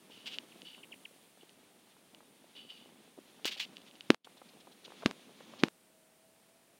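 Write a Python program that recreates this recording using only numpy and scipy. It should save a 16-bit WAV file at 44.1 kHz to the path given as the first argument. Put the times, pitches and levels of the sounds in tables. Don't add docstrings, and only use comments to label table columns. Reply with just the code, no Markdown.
import sys
import numpy as np
from scipy import signal
from scipy.fft import rfft, irfft
from scipy.io import wavfile
from scipy.ndimage import uniform_filter1d

SR = 44100
rng = np.random.default_rng(int(sys.argv[2]) if len(sys.argv) > 2 else 0)


def int16_out(signal):
    q = np.round(np.clip(np.atleast_2d(signal).T, -1, 1) * 32767)
    wavfile.write(sys.argv[1], SR, q.astype(np.int16))


N = 299424
TIME = np.arange(N) / SR


# start in seconds, snap peak in dB,
# snap cutoff in Hz, thump gain in dB, thump pitch in Hz, thump decay in cycles, thump low cut in Hz,
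# rattle gain in dB, release time in seconds, release click peak in dB.
KNOCKS = [(4.1039, -0.5, 3043, 1.5, 296, .5, 232.2, -38.5, 4.1454, -21),
          (5.0603, -5.5, 3400, -4, 255, 0.51, 55, -38.5, 5.1118, -23),
          (5.6363, -3, 3030, -4, 288, 0.51, 79.5, -40, 5.6845, -27)]
# frequency in Hz, relative level in dB.
RATTLE_SPECTRUM = [(60, -5), (250, 5.5), (500, -8.5), (900, -12), (2000, -19), (2900, -17), (5000, -23),
                   (8000, -34.5), (15000, -45.5)]

def knocks(bounce_s=.00075, bounce_db=-19, rattle_s=0.0071, linger_db=-9):
    out = np.zeros(N)
    t = clock(.03)
    tap = signal.unit_impulse(len(t))

    def swing(hz, cycles):
        return np.sin(2 * np.pi * hz * t) * np.exp(-t * hz / cycles)

    for s, snap_db, snap_hz, thump_db, hz, cycles, cut_hz, rattle_db, release_s, click_db in KNOCKS:
        snap = peak(butter(tap, snap_hz, "low", order=3), snap_db)
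        thump = undb(thump_db) * butter(swing(hz, cycles), cut_hz, "high", order=1)
        add(out, s, snap + thump)
        add(out, s + bounce_s, undb(bounce_db) * snap)
        held = clock(release_s - s)
        rattle = colour(grains(len(held), rate=3000, spread_db=1.2), RATTLE_SPECTRUM)
        settling = undb(linger_db) + 3.7 * np.exp(-held / rattle_s)
        add(out, s, level(rattle, rattle_db) * settling)
        click = peak(butter(tap, 3200, "low"), 0) + 0.42 * swing(hz=1100, cycles=0.32)
        add(out, release_s, peak(click, click_db))
    return out


# start in seconds, rise in seconds,
# length in seconds, level at the crest in dB, damping of the case as a factor.
FINGER_STROKES = [(0.103, .008, 0.3, -57, 2), (.257, 0.019, 0.043, -39, 3.4),
                  (.29, 0.055, .088, -44.5, 3.1), (.645, 0.018, .17, -50.5, 1.3),
                  (1.382, 0.037, 0.058, -62.5, 0.91), (2.55, .014, .14, -50.5, 1.4),
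                  (2.688, .016, 0.062, -47, 1.3), (2.731, 0.031, 0.18, -57, 1.7),
                  (3.453, .002, 0.027, -31, 16), (3.465, 0.016, 0.041, -33.5, 5.5),
                  (3.504, 0.016, 0.059, -39.5, 4.6), (3.568, 0.015, 0.034, -45, 4.5),
                  (3.594, 0.0056, 0.062, -33.5, 4.3)]

def rubs(rise_db=10, fall_db=15.5, edge_s=0.0021, fizz_db=-33):
    out = np.zeros(N)
    for s, rise_s, length, db, damping in FINGER_STROKES:
        t = clock(length)
        swell_db = np.interp(t, [0, rise_s, length], [-rise_db, 0, -fall_db])
        edges = np.minimum(np.minimum(t, t[-1] - t) / edge_s, 1)
        stroke = edges * undb(swell_db)
        slips = grains(len(t), rate=4500, spread_db=3) * stroke
        sound = level(case(slips, damping, soft_hz=5500 + 150 * damping, crisp_db=-47), 0)
        sound[:len(t)] += damping * level(butter(slips, 6100, "high"), fizz_db)
        stroke_rms = np.sqrt(np.sum(stroke ** 2) / len(sound))
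        add(out, s, sound * undb(db) * stroke_rms)
    return out


# start in seconds, peak in dB, contact cutoff in Hz.
FINGER_TICKS = [(0.3855, -21, 4200), (0.619, -35.5, 9100), (1.4942, -44, 12000), (2.1475, -39, 6000),
                (3.4467, -21, 5970), (3.4538, -24, 12000), (3.4562, -23.5, 16000), (3.769, -32, 6000),
                (3.912, -43.5, 6000), (4.0084, -31, 5150)]

def ticks(fidget_s=(3.65, 4.0), faint_db=-46.5, faint_hz=7500, scatter_db=2, count=6):
    out = np.zeros(N)
    faint = [(rng.uniform(*fidget_s), faint_db + scatter_db * rng.standard_normal(), faint_hz)
             for _ in range(count)]
    for s, db, contact_hz in FINGER_TICKS + faint:
        tick = case(np.ones(1), damping=1.9, soft_hz=contact_hz, skirt=1.0)
        add(out, s, peak(tick, db))
    return out


# start in seconds, length in seconds, peak in dB.
SKIN_SQUEAKS = [(0.514, 0.02, -53.5), (0.743, 0.011, -48.5), (0.829, 0.015, -45), (.842, 0.0074, -48),
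                (0.915, 0.026, -43), (0.937, 0.0115, -48.5), (1.05, 0.013, -39.5)]

def squeaks(start_hz=3500, end_hz=1450, bend=1.2, octave_db=-22):
    out = np.zeros(N)
    for s, length, db in SKIN_SQUEAKS:
        progress = clock(length) / length
        slip_hz = start_hz + (end_hz - start_hz) * progress ** bend
        phase = 2 * np.pi * np.cumsum(slip_hz) / SR
        grip = np.abs(np.sin(np.pi * progress ** 1.12))
        slips = (np.sin(phase) + undb(octave_db) * np.sin(2 * phase)) * grip
        add(out, s, peak(case(slips, damping=5), db))
    return out


# frequency in Hz, base width in Hz, gain in dB.
CASE_MODES = [(2976, 200, 9.5), (3390, 295, 2.5), (3770, 210, -5.5), (4425, 210, -2.5), (7250, 1600, -28)]

def case(force, damping, soft_hz=9000, skirt=0.29, crisp_db=-50):
    force = np.pad(force, (0, 400))
    damping = max(damping, 1)
    ring = 0
    for hz, width, db in CASE_MODES:
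        once = resonate(force, hz, width * damping)
        twice = resonate(once, hz, width * damping)
        ring = ring + undb(db) * (twice + skirt * damping * once)
    return butter(ring, soft_hz, "low") + undb(crisp_db) * damping * force


# start in seconds, peak in dB, pitch in Hz.
STEP_CRUNCHES = [(.631, -47, 259), (0.913, -48, 500), (1.432, -48.5, 280), (1.964, -51.5, 790),
                 (2.206, -45, 780), (2.859, -45.5, 398), (3.174, -44, 477), (3.186, -40.5, 318),
                 (3.454, -27, 330), (4.271, -43.5, 750), (4.417, -42, 620), (4.672, -43.5, 550),
                 (4.880, -43, 564), (4.921, -39, 720), (5.0233, -39.5, 850), (5.032, -35, 580),
                 (5.406, -41.5, 550), (5.537, -39.5, 640)]

def crunches(collapse_s=.005, small_over_rustle_db=11.5, small_hz=550, scatter_octaves=.4, count=26):
    out = np.zeros(N)
    times = (np.arange(count) + rng.random(count)) * WADING_END_S / count
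    small = [(s, wading_db(s) + small_over_rustle_db + 2 * size, small_hz * 2 ** (scatter_octaves * z))
             for s, (size, z) in zip(times, rng.standard_normal((count, 2)))]
    for s, db, hz in STEP_CRUNCHES + small:
        cracks = undb(-10) * grains(len(clock(collapse_s)), rate=450, spread_db=4.5)
        cracks[0] = 1
        body = resonate(np.pad(cracks, (0, 400)), hz, width_hz=0.92 * hz)
        muffled = butter(body, 2.2 * hz, "low")
        add(out, s, peak(muffled, db))
    return out


# start in seconds, length in seconds, crest level in dB.
PLUNGES = [(4.232, 0.029, -54.5), (4.841, 0.027, -50.5), (5.584, 0.034, -53)]

def swishes(trot_start_s=4.364, paw_period_s=.116, paw_s=0.027, paw_db=-61, paws=4):
    out = np.zeros(N)
    trot = [(trot_start_s + k * paw_period_s, paw_s, paw_db) for k in range(paws)]
    for s, length, db in PLUNGES + trot:
        n = len(clock(length))
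        sliding = resonate(rng.standard_normal(n), hz=3480, width_hz=1100)
        powder = butter(sliding, 6500, "low", order=4)
        add(out, s, level(powder, db) * signal.windows.cosine(n))
    return out


# frequency in Hz, relative level in dB.
RUSTLE_SPECTRUM = [(24, -55.5), (40, -28), (80, -21), (108, 0.5), (240, 0.5), (292, -2), (325, -3.5),
                   (370, -4.5), (547, -9.5), (1540, -18.5), (3510, -13.5), (5170, -21.5), (7000, -19),
                   (9100, -55.5), (15400, -120)]

def rustle(split_hz=1400, grain_flicker_db=2.7, powder_flicker_db=2.0):
    shifts = level(grains(N, rate=1200, spread_db=3), 0)
    packed = butter(shifts, split_hz, "low") * undb(grain_flicker_db * wander(25))
    powder = butter(rng.standard_normal(N), split_hz, "high") * undb(powder_flicker_db * wander(29))
    snow = butter(colour(packed + powder, RUSTLE_SPECTRUM), 5500, "low")
    return level(snow, 0) * undb(wading_db(TIME)) * (TIME < WADING_END_S)


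# time in seconds, level in dB.
WADING_LEVELS = [
    [(0.0, -62), (0.35, -58), (1.74, -66.5), (2.61, -63), (3.17, -64), (3.56, -58.5), (4.08, -61.5)],
    [(4.26, -63), (4.778, -62), (4.912, -56.5), (5.024, -56), (5.296, -58.5), (5.536, -54.5), (5.6, -55)],
]
WADING_END_S = 5.685

def wading_db(s):
    return np.interp(s, *np.vstack(WADING_LEVELS).T)


def engine(start_s=5.7, throttle_s=5.95, firing_hz=318, climb_hz_per_s=22, fade_s=0.23, db=-73):
    hz = firing_hz + climb_hz_per_s * np.maximum(TIME - throttle_s, 0)
    phase = 2 * np.pi * np.cumsum(hz * (1 + 0.0053 * wander(30))) / SR
    flutter = undb(3 * wander(16))
    tone = (np.sin(2 * phase) + undb(-9) * np.sin(phase)) * flutter
    fade = np.clip(np.minimum(TIME - start_s, TIME[-1] - TIME) / fade_s, 0, 1)
    return level(tone, db) * fade


# frequency in Hz, relative level in dB.
AIR_SPECTRUM = [(25, -4.5), (60, -0.5), (100, 5.5), (180, 3), (330, -3.5), (700, -5), (1100, -11.5),
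                (3000, -12.5), (7000, -19.5), (16000, -25)]

def air(db=-66.0, drift_db=0.46):
    hush = colour(rng.standard_normal(N), AIR_SPECTRUM)
    return level(hush, db) * undb(drift_db * wander(1.9))


# frequency in Hz, relative level in dB.
HISS_SPECTRUM = [(3000, -24), (7000, -9), (9200, -0.5), (12000, -9.5), (16000, -10.5)]
# time in seconds, level in dB.
HISS_LEVELS = [(0, -70), (1.0, -67), (1.6, -71.5), (4.9, -70.5), (6.79, -73)]

def microphone_hiss():
    hiss = colour(rng.standard_normal(N), HISS_SPECTRUM)
    return level(hiss, np.interp(TIME, *np.transpose(HISS_LEVELS)))


def undb(db):
    return 10 ** (np.asarray(db) / 20)


def level(x, db):
    return x * undb(db) / np.sqrt(np.mean(x ** 2))


def peak(x, db):
    return x * undb(db) / np.max(np.abs(x))


def clock(length):
    return np.arange(max(int(length * SR), 16)) / SR


def add(out, s, x):
    start = max(int(round(s * SR)), 0)
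    out[start:start + len(x)] += x[:max(N - start, 0)]


def butter(x, hz, kind, order=2):
    return signal.sosfilt(signal.butter(order, min(hz, SR / 2 - 100), kind, fs=SR, output="sos"), x)


def resonate(x, hz, width_hz):
    return signal.lfilter(*signal.iirpeak(hz, hz / min(width_hz, SR / 4), fs=SR), x)


def colour(x, points):
    hz, db = np.transpose(points)
    bins = np.maximum(np.fft.rfftfreq(len(x), 1 / SR), 1)
    return irfft(rfft(x) * undb(np.interp(np.log(bins), np.log(hz), db)), len(x))


def wander(rate):
    k = int(SR / rate)
    return uniform_filter1d(np.repeat(rng.standard_normal(N // k + 1), k), k)[:N]


def grains(n, rate, spread_db):
    size = undb(spread_db * np.minimum(rng.exponential(size=n), 4))
    return (rng.random(n) < rate / SR) * rng.choice([-1, 1], n) * size


def scene():
    handling = rubs() + ticks() + squeaks() + knocks()
    return (handling + crunches() + swishes() + rustle() + engine() + air() + microphone_hiss())[None]


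def record(dry, low_cut_hz=178, bass_floor_db=-18, dropout_s=(4.149, 4.245), top_hz=15800):
    bins = np.fft.rfftfreq(N, 1 / SR)
    wind_filter = 1 - (1 - undb(bass_floor_db)) / (1 + (bins / low_cut_hz) ** 6)
    thinned = irfft(rfft(dry) * wind_filter, N)
    muted = (TIME > dropout_s[0]) & (TIME < dropout_s[1])
    mute_db = muted * np.maximum(-12.5 - 350 * (TIME - dropout_s[0]), -28)
    clipped = np.clip(thinned * undb(uniform_filter1d(mute_db, size=64)), -.96, .96)
    return signal.sosfilt(signal.ellip(10, .1, 90, top_hz, fs=SR, output="sos"), clipped)


dry = scene()
out = record(dry)
int16_out(out)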